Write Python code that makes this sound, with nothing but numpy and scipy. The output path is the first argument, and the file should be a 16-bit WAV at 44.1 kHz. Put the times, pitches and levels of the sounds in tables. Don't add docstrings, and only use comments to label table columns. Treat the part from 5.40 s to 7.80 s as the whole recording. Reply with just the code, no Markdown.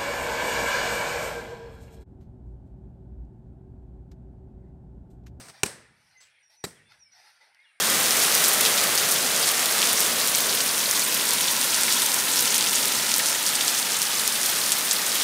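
import sys
import numpy as np
from scipy import signal
from scipy.fft import rfft, irfft
from scipy.io import wavfile
from scipy.ndimage import uniform_filter1d, map_coordinates

SR = 44100
rng = np.random.default_rng(int(sys.argv[2]) if len(sys.argv) > 2 else 0)


def wrap_up_sound(samples):
    columns = np.atleast_2d(samples).T
    tamed = np.clip(columns, -1, 1)
    steps = np.round(tamed * 32767).astype(np.int16)
    wavfile.write(sys.argv[1], SR, steps)


N = 105840
TIME = np.arange(N) / SR


def amp(db):
    return 10 ** (np.asarray(db) / 20)

def unit(x):
    return x / np.sqrt(np.mean(x ** 2) + 1e-20)

def fade(t, t60):
    return (t >= 0) * amp(-60 * np.maximum(t, 0) / t60)

def along(points, hz):
    f, v = np.transpose(points)
    return np.interp(np.log(hz + 1), np.log(f + 1), v)

def wobble(rate):
    return map_coordinates(rng.standard_normal(int(N * rate / SR) + 4), [TIME * rate])

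def noise(tone, tilt=0):
    hz = np.fft.rfftfreq(N, 1 / SR)
    gain = amp(along(tone, hz) + tilt * np.log2(hz + 1))
    return unit(irfft(rfft(rng.standard_normal(N)) * gain, N))

def burst(tone, envelope):
    x = noise(tone) * envelope
    return x * np.linalg.norm(envelope) / (np.linalg.norm(x) + 1e-12)

def patchy(x, depth_db=4):
    bands = signal.stft(x, nperseg=1024)[2]
    swell = uniform_filter1d(rng.standard_normal(bands.shape), size=4, axis=0)
    swell = uniform_filter1d(swell, size=6, axis=1)
    return unit(signal.istft(bands * amp(depth_db * unit(swell)))[1][:N])

def scatter(x, envelope):
    echoes = rng.standard_normal(N) * envelope
    return signal.fftconvolve(x, echoes / np.linalg.norm(echoes))[:N]


# f/Hz, level/dB
HUSH_TONE = [(30, -19), (120, -15.5), (250, -17.5), (480, -13), (850, -3.5), (1150, -10.5), (1800, -5),
             (2400, -1), (3300, -14.5), (4000, -10), (4700, -8.5), (5700, -9), (6700, -25), (8200, -16),
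             (9200, -3), (10500, -19.5), (12500, -26), (16000, -45.5)]
# f/Hz, level/dB
WASH_TONE = [(300, -46), (1100, -19.5), (1500, -1), (2100, 3.5), (2800, -3.5), (3700, -7.5), (5000, -21),
             (7000, -35), (16000, -68)]
# t/s, level/dB
WASH_LEVELS = [(0, -69.5), (0.699, -76), (.88, -63), (1.02, -66), (1.16, -87), (1.4, -62.5), (1.66, -78),
               (1.75, -72), (2.1, -67.5), (2.26, -64.5), (2.4, -67.5)]

def forest_hush():
    wash = amp(np.interp(TIME, *np.transpose(WASH_LEVELS))) * patchy(noise(WASH_TONE))
    return amp(-71.5 + 0.64 * wobble(7.1)) * patchy(noise(HUSH_TONE)) + wash


# t/s, length/s, first f/Hz, last f/Hz, level/dB
BIRD_NOTES = [(0.74, 0.087, 2115, 1958, -56.5), (0.765, 0.078, 6250, 6100, -58.5),
              (0.829, 0.049, 3470, 2590, -66), (1.024, 0.079, 5800, 5580, -61.5),
              (1.068, 0.099, 5580, 5560, -62.5), (1.158, 0.16, 6030, 5310, -57),
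              (1.301, 0.046, 1925, 1820, -56.5), (1.355, 0.037, 3550, 2870, -61),
              (1.452, 0.081, 3440, 3640, -62), (1.586, 0.11, 5960, 5100, -54),
              (1.648, 0.097, 2340, 2150, -66), (1.715, .06, 6090, 5110, -54),
              (2.006, 0.04, 2066, 1890, -56.5), (2.189, 0.049, 2103, 2217, -54.5),
              (2.224, 0.056, 3900, 3000, -62.5), (2.232, 0.035, 1970, 1570, -60),
              (2.253, 0.067, 2910, 2670, -60.5)]

def birds(waver=.007, flutter_db=2.2):
    song = np.zeros(N)
    for start, length, first_hz, last_hz, db in BIRD_NOTES:
        progress = np.clip((TIME - start) / length, 0, 1)
        pitch = (first_hz + (last_hz - first_hz) * progress) * (1 + waver * wobble(250))
        envelope = np.minimum(progress / 0.2, 1) * np.sqrt(1 - progress)
        whistle = np.sin(2 * np.pi * np.cumsum(pitch) / SR)
        song += amp(db + flutter_db * wobble(110)) * envelope * whistle
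    return song + amp(-8) * scatter(song, fade(TIME, t60=.35))


# f/Hz, level/dB
BRUSH_TONE = [(100, -10), (300, -21), (500, -7), (800, -9.5), (1600, -3), (3400, -6), (4600, 1), (6000, -4),
              (7000, -5), (7800, 3), (8900, -14), (12000, -20.5), (16000, -23)]

def leather_brush(start=.805, hold_s=.06, db=-55):
    t = TIME - start
    stroke = fade(t, t60=.45) * fade(np.maximum(t - hold_s, 0), t60=0.35)
    return amp(db) * stroke * unit(noise(BRUSH_TONE) * amp(3 * wobble(300)))


def grit():
    return unit(amp(-0.5 * wobble(950) + 1.1 * wobble(50)))

# t/s, level/dB
PIVOT_LEVELS = [(0, -44), (.035, -47), (.048, -48), (.08, -48.5), (.1, -46), (.113, -55.5), (.17, -62),
                (.22, -61.5), (.3, -100)]
# f/Hz, level/dB
PIVOT_TONE = [(24, -48), (40, -22), (124, 4), (256, -6), (297, -7), (467, -7), (1180, -8), (1270, -9),
              (2440, -10.5), (3140, -16.5), (5580, -8), (7170, -16.5), (8550, -5), (10200, -20),
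              (16000, -26)]
# t/s, rise/s, time until fading/s, level/dB, fade time/s, tilt/(dB per octave)
SHOE_SCUFFS = [(0.531, 0.081, 0.21, -66.5, 0.27, 2), (1.093, 0.011, 0.065, -64.5, 0.096, 4),
               (1.473, 0.046, 0.072, -58.5, 0.32, -0.5), (1.702, 0.099, .17, -56, 0.66, 1.5),
               (1.999, 0.016, 0.056, -60.5, 0.206, 0), (2.051, 0.026, 0.035, -65.5, 0.27, -2.5),
               (0.128, 0.024, 0.031, -54, 0.45, -1)]
# f/Hz, level/dB
DIRT_TONE = [(100, -31), (400, -12.5), (850, 8.5), (1130, -5.5), (1400, 4), (2000, 3.5), (3100, -5.5),
             (4700, 2.5), (5900, -1.5), (6800, -19.5), (9000, -15), (12000, -18), (16000, -39)]
# t/s, level/dB
GRIT_SNAPS = [(0.0853, -42.5), (.099, -44.5), (1.145, -61), (1.16, -72), (1.3105, -53), (1.521, -52),
              (2.147, -54), (2.202, -65)]

def footwork():
    shoes = amp(np.interp(TIME, *np.transpose(PIVOT_LEVELS))) * noise(PIVOT_TONE) * grit()
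    for start, rise, length, db, release, tilt in SHOE_SCUFFS:
        t = TIME - start
        stroke = np.clip(t / rise, 0, 1) * fade(np.maximum(t - length, 0), release)
        shoes += amp(db) * stroke * patchy(noise(DIRT_TONE, tilt)) * grit()
    snaps = np.zeros(N)
    for start, db in GRIT_SNAPS:
        t = TIME - start
        snaps += amp(db) * (fade(t, t60=0.0096) + amp(-16.5) * fade(t, t60=0.17))
    return shoes + snaps * noise(DIRT_TONE, tilt=1.5)


# f/Hz, fade time/s
WOODS_FADE = [(80, 1.4), (140, 1.05), (250, .7), (600, 0.54), (2000, 0.87), (5000, .5), (8500, 0.43),
              (15000, .31)]

def woods(tone, onset_s=0.02):
    hz, t, bands = signal.stft(rng.standard_normal(N), SR, nperseg=512)
    near = amp(6) * fade(t, t60=0.26)
    far = fade(t, along(WOODS_FADE, hz)[:, None])
    tail = signal.istft(bands * np.hypot(near, far) * amp(along(tone, hz))[:, None], SR)[1][:N]
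    tail *= 1 - np.exp(-np.square(TIME / onset_s))
    return tail / np.linalg.norm(tail)


TRUNK_DELAY_S = .0285

def trunk_echo(sound, spread_s=.003):
    return scatter(sound, np.exp(-np.abs(TIME - TRUNK_DELAY_S) / spread_s))

def trunk_thud(t, hz=210, swell_s=0.003):
    t = t - TRUNK_DELAY_S
    return amp(-10.5) * np.sin(2 * np.pi * hz * t) * np.exp(-np.square(t / swell_s))


def ring(t, hz, t60):
    return np.sin(2 * np.pi * hz * t) * fade(t, t60)

# f/Hz, level/dB, fade time/s, delay/s
PADDING_NOTES = [(394.5, 0.5, .042, .0003), (169.5, -6.5, .06, .0006), (319, -5.5, .028, 0.00035),
                 (125, -11, .045, 0.00076), (81.07, -14, .05, .001), (580, -15.5, .025, 0.0015),
                 (810, -3.5, .02, .0008), (1007, -3, .022, .0008)]

def padding_thump(t, rise_s=.001):
    squeeze = 1 - np.exp(-np.maximum(t, 0) / rise_s)
    return squeeze * sum(amp(db) * ring(t - delay, hz, t60) for hz, db, t60, delay in PADDING_NOTES)


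# f/Hz, level/dB
SLAP_TONE = [(200, -29), (600, -11.5), (790, 0.5), (1020, 1), (1250, -8.5), (1500, -5), (1750, -0.5),
             (1970, 1.5), (2150, -6.5), (2400, -1.5), (2780, -1.5), (3500, -16.5), (3950, -6.5),
             (4700, -14.5), (5400, -1), (6300, -5.5), (7200, -3.5), (8350, 4), (9700, -11), (10900, -11),
             (12000, -19), (16000, -20.5)]
# f/Hz, level/dB
CRUSH_TONE = [(200, -18), (700, -2), (1150, -7), (1800, 3), (3500, -8.5), (4000, 4), (4400, -6),
              (4740, 2.5), (5100, -4), (6300, -11), (7600, 2), (8700, -5), (9600, -21), (11000, -5.5),
              (12400, -11), (16000, -26)]
# f/Hz, level/dB
SMACK_ECHO_TONE = [(40, -32), (300, -6), (470, 3), (750, 0), (1150, -3.5), (1750, 1), (2350, -3),
                   (3100, -8), (4000, -4), (5500, 0), (7000, -4), (8500, 6), (10000, -1.5), (12000, -7.5),
                   (15000, -13)]
# f/Hz, level/dB
THUMP_ECHO_TONE = [(30, -28), (70, -6.5), (115, -1), (190, -3), (300, -11), (470, -2.5), (650, -13),
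                   (1200, -24.5), (4000, -51)]
# t/s, slap level/dB, slap fade time/s, thump level/dB, pop f/Hz, pop level/dB,
# crush level/dB, crush length/s, trunk echo gain/dB, woods level/dB
BLOWS = [(0.2333, -11.5, 0.024, -19, 2395, -13.5, -37, 0.0064, -13.5, -2.5),
         (1.2402, -33, 0.026, -25, 4480, -33.5, -31.5, 0.012, -22.5, -14)]

def punches(pop_delay_s=0.001452, glance_s=(1.2392, 1.2412)):
    hits = np.zeros(N)
    for start, slap_db, slap_t60, thump_db, pop_hz, pop_db, crush_db, hold, trunk_db, woods_db in BLOWS:
        t = TIME - start
        slap = amp(slap_db) * burst(SLAP_TONE, fade(t, slap_t60))
        pop = amp(pop_db) * ring(t - pop_delay_s, pop_hz, t60=0.017)
        crush = amp(crush_db) * burst(CRUSH_TONE, (t > 0) * fade(np.maximum(t - hold, 0), t60=0.023))
        smack = slap + pop + crush
        thump = amp(thump_db) * padding_thump(t)
        echo = amp(trunk_db) * trunk_echo(smack) + amp(thump_db) * trunk_thud(t)
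        tail = amp(woods_db) * woods(SMACK_ECHO_TONE) + amp(thump_db + 7) * woods(THUMP_ECHO_TONE)
        tail = np.interp(t, TIME, tail, left=0)
        hits += smack + thump + echo + tail
    brushing = (TIME > glance_s[0]) & (TIME < glance_s[1])
    return hits + amp(-37) * burst(CRUSH_TONE, brushing * 1.)


def scene():
    return (punches() + footwork() + leather_brush() + birds() + forest_hush())[None]

def record(dry, low_hz=78, top_hz=15800):
    thin = signal.sosfilt(signal.butter(3, low_hz, "high", fs=SR, output="sos"), dry)
    return signal.sosfilt(signal.ellip(10, .1, 90, top_hz, fs=SR, output="sos"), thin)


dry = scene()
out = record(dry)
wrap_up_sound(out)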